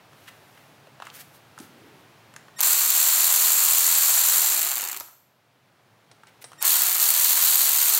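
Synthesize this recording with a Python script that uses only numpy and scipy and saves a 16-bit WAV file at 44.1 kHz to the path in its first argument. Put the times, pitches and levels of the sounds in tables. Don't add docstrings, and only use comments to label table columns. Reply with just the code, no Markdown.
import sys
import numpy as np
from scipy import signal
from scipy.fft import rfft, irfft
from scipy.io import wavfile
from scipy.ndimage import uniform_filter1d

SR = 44100
rng = np.random.default_rng(int(sys.argv[2]) if len(sys.argv) > 2 else 0)


def to_wav(sig):
    pcm = np.clip(np.atleast_2d(sig), -1, 1) * 32767
    pcm = np.round(pcm).astype(np.int16)
    wavfile.write(sys.argv[1], SR, pcm.T)


N = 352359
T = np.arange(N) / SR


def undb(db):
    return 10 ** (np.asarray(db) / 20)


def unit(x):
    return x / np.sqrt(np.sum(x ** 2))


def noise():
    return rng.standard_normal(N)


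def through(x, response):
    return signal.oaconvolve(x, response)[:len(x)]


def colour(points, size=4096):
    hz, db = np.transpose(points)
    bin_hz = np.arange(size // 2 + 1) * SR / size
    log_gain = np.interp(np.log(bin_hz + 1), np.log(hz), np.log(undb(db)))
    cepstrum = irfft(log_gain)
    cepstrum[1:size // 2] *= 2
    cepstrum[size // 2 + 1:] = 0
    return unit(irfft(np.exp(rfft(cepstrum))))


def resonance(hz, width_hz, size=16384):
    click = T[:size] == 0
    b, a = signal.iirpeak(hz, hz / width_hz, fs=SR)
    return unit(signal.lfilter(b, a, click))


def modes(table):
    return sum(undb(db) * resonance(hz, width) for hz, width, db in table)


def burst(start, decay_s):
    age = T - start
    live = (age >= 0) & (age < 10 * decay_s)
    out = np.zeros(N)
    out[live] = rng.standard_normal(live.sum()) * np.exp(-age[live] / decay_s)
    return out


def blow(start, decay_s, crack=2):
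    out = burst(start, decay_s)
    out[int(start * SR)] += crack * np.sqrt(decay_s * SR / 2)
    return out / np.sqrt(1 + crack ** 2)


def swell(peak_s, width_s):
    return np.exp(-.5 * np.minimum(((T - peak_s) / width_s) ** 2, 100))


# pitch_hz, level_db
HUM = [(25, -19), (50, -27.5), (80, -16), (110, 1.5), (140, 1), (200, -8), (300, -29.5), (600, -50.5)]
# pitch_hz, level_db
AIR = [(100, -11.5), (240, -2), (450, -3), (700, -1), (1000, -3.5), (2000, -8), (4000, -13.5),
       (8000, -22.5), (16000, -24)]
HUM_DB, AIR_DB = -61, -55


def background():
    hum = through(noise(), colour(HUM))
    air = through(noise(), colour(AIR))
    return undb(HUM_DB) * hum + undb(AIR_DB) * air


# start_s, level_db, pitch_hz of the knock, treble_db relative to the click
CLICKS = [(0.131, -40, 1040, -22), (0.575, -39, 1450, -23), (0.87, -35, 620, -35), (1, -31, 869, -33),
          (1.021, -24, 1010, -37), (1.052, -44, 830, 2), (1.068, -29.5, 1410, -15), (1.1, -36, 3270, -28),
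          (1.577, -34.5, 1110, -16), (1.587, -35, 900, -1.5), (1.6, -33, 241, -5), (2.338, -41.5, 1530, -3),
          (2.362, -32.5, 1550, -3.5), (2.482, -37.5, 1190, -32), (5.083, -33, 1100, -30),
          (6.234, -35.5, 1300, -16), (6.517, -34.5, 1130, -11), (6.531, -37, 1160, -6)]
# pitch_hz, width_hz, level_db
BODY = [(1010, 200, 3), (1340, 300, 12), (2630, 290, 9), (3200, 220, -6.5), (5460, 400, -22)]
CLICK_DECAY_S = 0.0033


def handling(size=8192):
    knocks, pushes, ticks = np.zeros((3, N))
    for s, db, hz, treble_db in CLICKS:
        i = int(s * SR)
        push = undb(db) * blow(s + .001, CLICK_DECAY_S, crack=.5)[i:i + size]
        knock = resonance(hz, 0.82 * hz, size=2048)
        knocks[i:i + size] += through(push, unit(through(knock, knock)))
        pushes[i:i + size] += push * min(hz / 1000, 1)
        ticks[i:i + size] += undb(treble_db) * push
    ringing = through(pushes, unit(modes(BODY)))
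    tick = colour([(1000, -1.0), (2800, 3), (6000, 8), (10000, 5.5), (16000, -15.0)])
    return undb(-7) * knocks + undb(-10.5) * ringing + undb(-3) * through(ticks, tick)


# peak_s, width_s, hiss_db, rasp_db
RUBS = [(.24, 0.08, -66, -65), (.285, 0.0072, -69, -43.5), (.56, 0.16, -68, -66), (1.065, 0.028, -70, -53),
        (1.16, 0.017, -48.5, -52), (1.207, .011, -46, -50), (1.355, 0.018, -58, -75),
        (1.625, 0.025, -57, -64), (1.85, 0.26, -78.5, -63), (6.285, 0.01, -76, -54),
        (6.424, 0.0066, -48, -48)]


def rubs():
    hiss_grains = noise() * undb(5.1 * noise())
    hiss = through(hiss_grains, colour([(1500, -12.0), (4000, -3.5), (9000, -3), (13000, 0), (16000, -5.5)]))
    rasp_grains = noise() * undb(3.0 * noise())
    rasp = through(rasp_grains, colour([(600, -22), (1400, 5.0), (2600, 4.0), (4500, -5.5), (9000, -12)]))
    out = np.zeros(N)
    for s, width, hiss_db, rasp_db in RUBS:
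        out += swell(s, width) * (undb(hiss_db) * hiss + undb(rasp_db) * rasp)
    return out


def fairing_boom(bump_s=1.612, bump_db=-48, lean_s=1.85, lean_db=-57):
    push = undb(bump_db) * swell(bump_s, 0.0087) + undb(lean_db) * swell(lean_s, 0.14)
    hollow = colour([(130, -18), (230, 0.5), (320, 0), (430, -1.0), (700, -23.5), (2000, -40)])
    return push * through(noise(), hollow)


# start_s of the current, free_s when the rotor runs free, whine_db
TRIGGER = [(2.559, 2.6, -43), (6.576, 6.634, -43.5)]
WHINE = [-3, -12, -8, -5.5, -16, -16, -12]
# pitch_hz, level_db
HOUSING = [(110, -41), (240, -26), (400, -20.5), (520, -12), (720, -2.5), (1000, 1.5), (1450, 1),
           (1800, -0.5), (2800, 0.5), (3600, -8.5), (6000, -13)]
# pitch_hz, level_db
HEAD = [(1500, -43.5), (3000, -6.5), (3600, -4.5), (4350, 1.5), (5100, -7.5), (6700, 1), (8300, 1),
        (9500, 1.5), (10400, -4.5), (11500, -1), (15000, -31)]


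def motor_start(chop_hz=1855):
    whine = sum(undb(db) * np.sin(2 * np.pi * (k + 1) * chop_hz * T) for k, db in enumerate(WHINE))
    scrape = through(noise(), colour(HOUSING)) + 1.35 * through(noise(), colour(HEAD))
    out = np.zeros(N)
    for start, free, db in TRIGGER:
        stalled = np.interp(T, [start, start + 0.0151, free - .02, free], [0, 1, 1, 0])
        scraping = np.interp(T, [start + 0.019, free], [0, 1]) * (T < free + 0.034)
        out += undb(db) * whine * stalled
        out += undb(-27.5) * scrape * scraping ** 2
    return out


# start_s, level_db, knock_db relative to the clack
CLACKS = [(2.605, 13, -32), (2.611, 12, -43), (4.829, -2, -16.5), (4.918, -1, -29), (4.972, 0, -40),
          (4.999, -2.5, -25), (5.006, -10.5, -10), (6.617, -16, -14.5), (6.625, 3.5, -41)]
# pitch_hz, level_db
PAWL = [(8000, -39.5), (10700, -6), (12200, 1), (13100, 5), (13900, 4), (14900, -4.5), (15450, 5.5),
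        (16500, -14.5)]
# pitch_hz, level_db
KNOCK = [(150, -17.5), (400, -15.5), (1000, 1), (1500, -7.5), (2800, -15), (6000, -7.5), (12000, -40)]


def clacks():
    sharp = sum(undb(db) * blow(s + .001, .0009, crack=.35) for s, db, _ in CLACKS)
    dull = sum(undb(db + knock_db) * blow(s + 0.0011, 0.0057, crack=0.35) for s, db, knock_db in CLACKS)
    steel = undb(-9.0) * through(sharp, colour(PAWL)) + undb(-13.0) * through(sharp, colour(HEAD))
    return steel + undb(2.0) * through(dull, colour(KNOCK))


# pressed_s, let_go_s, setting as a share of the free speed (0-1)
PULLS = [(2.585, 2.74, 1), (2.935, 4.37, 1), (6.61, 6.715, 1), (6.985, 7.62, 1), (7.68, 8, .885)]
FREE_HZ, SPIN_UP_S, COAST_HZ_PER_S = 83.4, .024, 112


def crank_pace():
    pace = np.zeros(N)
    for pressed, let_go, setting in PULLS:
        held_s = np.clip(T, pressed, let_go) - pressed
        driven = setting + (pace[int(pressed * SR)] - setting) * np.exp(-held_s / SPIN_UP_S)
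        lost = COAST_HZ_PER_S / FREE_HZ * np.maximum(T - let_go, 0)
        pace = np.where(T < pressed, pace, np.maximum(driven - lost, 0))
    return pace


def impacts(index, size, pace, chatter, chatter_s, grind):
    cracks = np.zeros(N)
    np.add.at(cracks, index, size)
    energy = signal.lfilter([1 / (chatter_s * SR)], [1, -np.exp(-1 / (chatter_s * SR))], cracks ** 2)
    spiky = noise() * undb(2.1 * noise())
    grinding = pace ** 2 * np.sqrt(np.mean(cracks ** 2)) * noise()
    return cracks + chatter * np.sqrt(energy) * spiky + grind * grinding


def steady(x, size=2600):
    power = uniform_filter1d(uniform_filter1d(x ** 2, size), size)
    return x / np.sqrt(np.abs(power) + 1e-12)


# engage_s of the gears, stop_s of the crank, head_db, housing_db, pawl_db, socket_db
RUNS = [(2.628, 4.97, -9, -17, -6.5, -14.5), (6.648, 8, -6, -16.5, -4, -25.5)]
# place in the turn (0-1), housing_db, head_db, pawl_db
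STROKE = [(0, -3, -1, 0), (.3, -1, 0, -3.5), (.61, 0, -4, -9)]
# pitch_hz, width_hz, level_db
CASE = [(172, 28, -13.5), (252, 26, -8), (366, 11, 3), (397.3, 17, 6.5), (507, 18, -5), (610, 24, -5),
        (742.4, 37, 9.5), (830, 32, 9.5)]
# peak_s, width_s, change_db
LULLS = [(2.91, 0.031, 2.7), (6.81, 0.11, -0.5), (7.15, 0.026, -2), (7.37, .04, -2)]
SOCKET_HZ, SOCKET_WIDTH_HZ = 7430, 330
HEAD_POWER, PAWL_POWER, HOUSING_POWER, CASE_POWER = 1.67, 1.65, 0.93, .5
CASE_DB = -33.5
ENGAGE_S, STOP_S = .012, 0.032
SCATTER_DB, SLOW_SCATTER_DB = 2, -1
THRUST = .11


def ratchet():
    pace = crank_pace()
    turns = np.cumsum(FREE_HZ * pace) / SR
    count = int(turns[-1])
    place, housing_db, head_db, pawl_db = np.tile(STROKE, (count, 1)).T
    chance = rng.standard_normal((len(place), 5)).T
    place = place + np.repeat(np.arange(count), len(STROKE)) + .016 * chance[0]
    index = np.minimum(np.searchsorted(turns, place), N - 1)

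    force_db = (SCATTER_DB + SLOW_SCATTER_DB * (1 - pace[index])) * np.clip(chance[1], -2, 2)
    thump_size = undb(housing_db + force_db + 1.5 * chance[2])
    clatter_size = undb(head_db + force_db + 0.88 * chance[3])
    snap_size = undb(pawl_db + force_db + 2.1 * chance[4])
    thump = impacts(index, thump_size, pace, chatter=1.6, chatter_s=0.0069, grind=0.82)
    clatter = impacts(index, clatter_size, pace, chatter=2.83, chatter_s=.0015, grind=3.44)
    snap = impacts(index, snap_size, pace, chatter=3.7, chatter_s=0.0017, grind=2.4)

    thrust = sum(np.cos(2 * np.pi * k * turns + rng.uniform(0, 2 * np.pi)) for k in range(2, 13))
    drive = steady(thump) + THRUST * pace ** 3 * thrust
    growl = sum(undb(db) * through(drive, resonance(hz, width)) for hz, width, db in CASE)
    case = pace ** CASE_POWER * steady(growl)
    housing = pace ** HOUSING_POWER * steady(through(thump, colour(HOUSING)))
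    head = pace ** HEAD_POWER * steady(through(clatter, colour(HEAD)))
    pawl = pace ** PAWL_POWER * steady(through(snap, colour(PAWL)))
    socket = pace ** HEAD_POWER * steady(through(clatter, resonance(SOCKET_HZ, SOCKET_WIDTH_HZ)))

    lull = undb(sum(db * swell(s, width) for s, width, db in LULLS))
    out = np.zeros(N)
    for start, stop, head_db, housing_db, pawl_db, socket_db in RUNS:
        running = np.interp(T, [start - ENGAGE_S, start, stop, stop + STOP_S], [0, 1, 1, 0])
        steel = undb(head_db) * head + undb(pawl_db) * pawl + undb(socket_db) * socket
        shell = undb(housing_db) * housing + undb(CASE_DB) * case
        out += running ** 4 * lull * steel + running * shell
    return out


def spring_ring(tool, t60, ring_db, hz=13000, width_hz=520):
    band = resonance(hz, width_hz, size=2048)
    band = unit(through(band, band))
    keep = np.exp(-2 * np.log(1000) / (t60 * SR))
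    power = through(tool, band) ** 2 * 2 * width_hz / SR
    stored = signal.lfilter([1 - keep], [1, -keep], power)
    return undb(ring_db) * np.sqrt(stored) * through(noise(), band)


# start_s, level_db, ring_db of the long ring relative to the touch
CLINKS = [(6.113, -36, -23), (6.269, -39, -26), (6.441, -28, -0.5)]
# pitch_hz, width_hz, level_db
CLINK_MODES = [(560, 710, 6), (1590, 1800, 7), (3830, 730, 3), (5300, 660, -1.5), (7700, 1000, -1.5),
               (9200, 700, -14)]


def clinks():
    taps = sum(undb(db) * blow(s + 0.00107, 0.0057, crack=0.31) for s, db, _ in CLINKS)
    singing = sum(undb(db + ring_db) * burst(s, 0.017) for s, db, ring_db in CLINKS)
    ringing = through(taps, unit(modes(CLINK_MODES)))
    damped = signal.sosfilt(signal.butter(8, 10300, fs=SR, output="sos"), ringing)
    high_modes = colour([(7000, -18), (8400, 0), (9400, 0), (10600, -16), (11500, -30)])
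    return undb(-4.5) * damped + undb(-11.5) * through(singing, high_modes)


def garage(x, wet_db, low_t60, high_t60, split_hz=1800):
    t, echoes = T[:SR], []
    low_pass = signal.butter(2, split_hz, fs=SR, output="sos")
    high_pass = signal.butter(2, split_hz, "high", fs=SR, output="sos")
    for _ in range(2):
        low = signal.sosfilt(low_pass, rng.standard_normal(SR)) * np.exp(-np.log(1000) * t / low_t60)
        high = signal.sosfilt(high_pass, rng.standard_normal(SR)) * np.exp(-np.log(1000) * t / high_t60)
        response = 1.15 * low + high
        echoes.append(through(x, unit(response * (t > .003))))
    shifting = np.cos(2 * np.pi * T) * echoes[0] + np.sin(2 * np.pi * T) * echoes[1]
    return x + undb(wet_db) * shifting


def scene():
    tool = clacks() + ratchet()
    tool = tool + spring_ring(tool, t60=.55, ring_db=-6)
    near = handling() + rubs() + fairing_boom() + motor_start() + tool + clinks()
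    return (background() + garage(near, wet_db=-8.5, low_t60=0.54, high_t60=0.51))[None]


THRESHOLD_DB, RATIO, RECOVERY_DB_PER_S = -25, 3, 6.2


def gain_control(x, size=880):
    level_db = 10 * np.log10(np.abs(uniform_filter1d(x ** 2, size)) + 1e-12)
    wanted_db = (1 - 1 / RATIO) * np.maximum(level_db - THRESHOLD_DB, 0)
    climb_db = RECOVERY_DB_PER_S * T
    cut_db = np.maximum.accumulate(wanted_db + climb_db, axis=-1) - climb_db
    return x * undb(-uniform_filter1d(cut_db, size // 2))


TOP_HZ = 15780


def record(dry):
    x = gain_control(dry)
    excess = np.maximum(np.abs(x) - .5, 0)
    x = np.clip(x, -.5, .5) + np.sign(x) * .2 * np.tanh(excess / .2)
    x = signal.sosfilt(signal.butter(4, 70, "high", fs=SR, output="sos"), x)
    return signal.sosfilt(signal.ellip(12, .2, 80, TOP_HZ, fs=SR, output="sos"), x)


dry = scene()
out = record(dry)
to_wav(out)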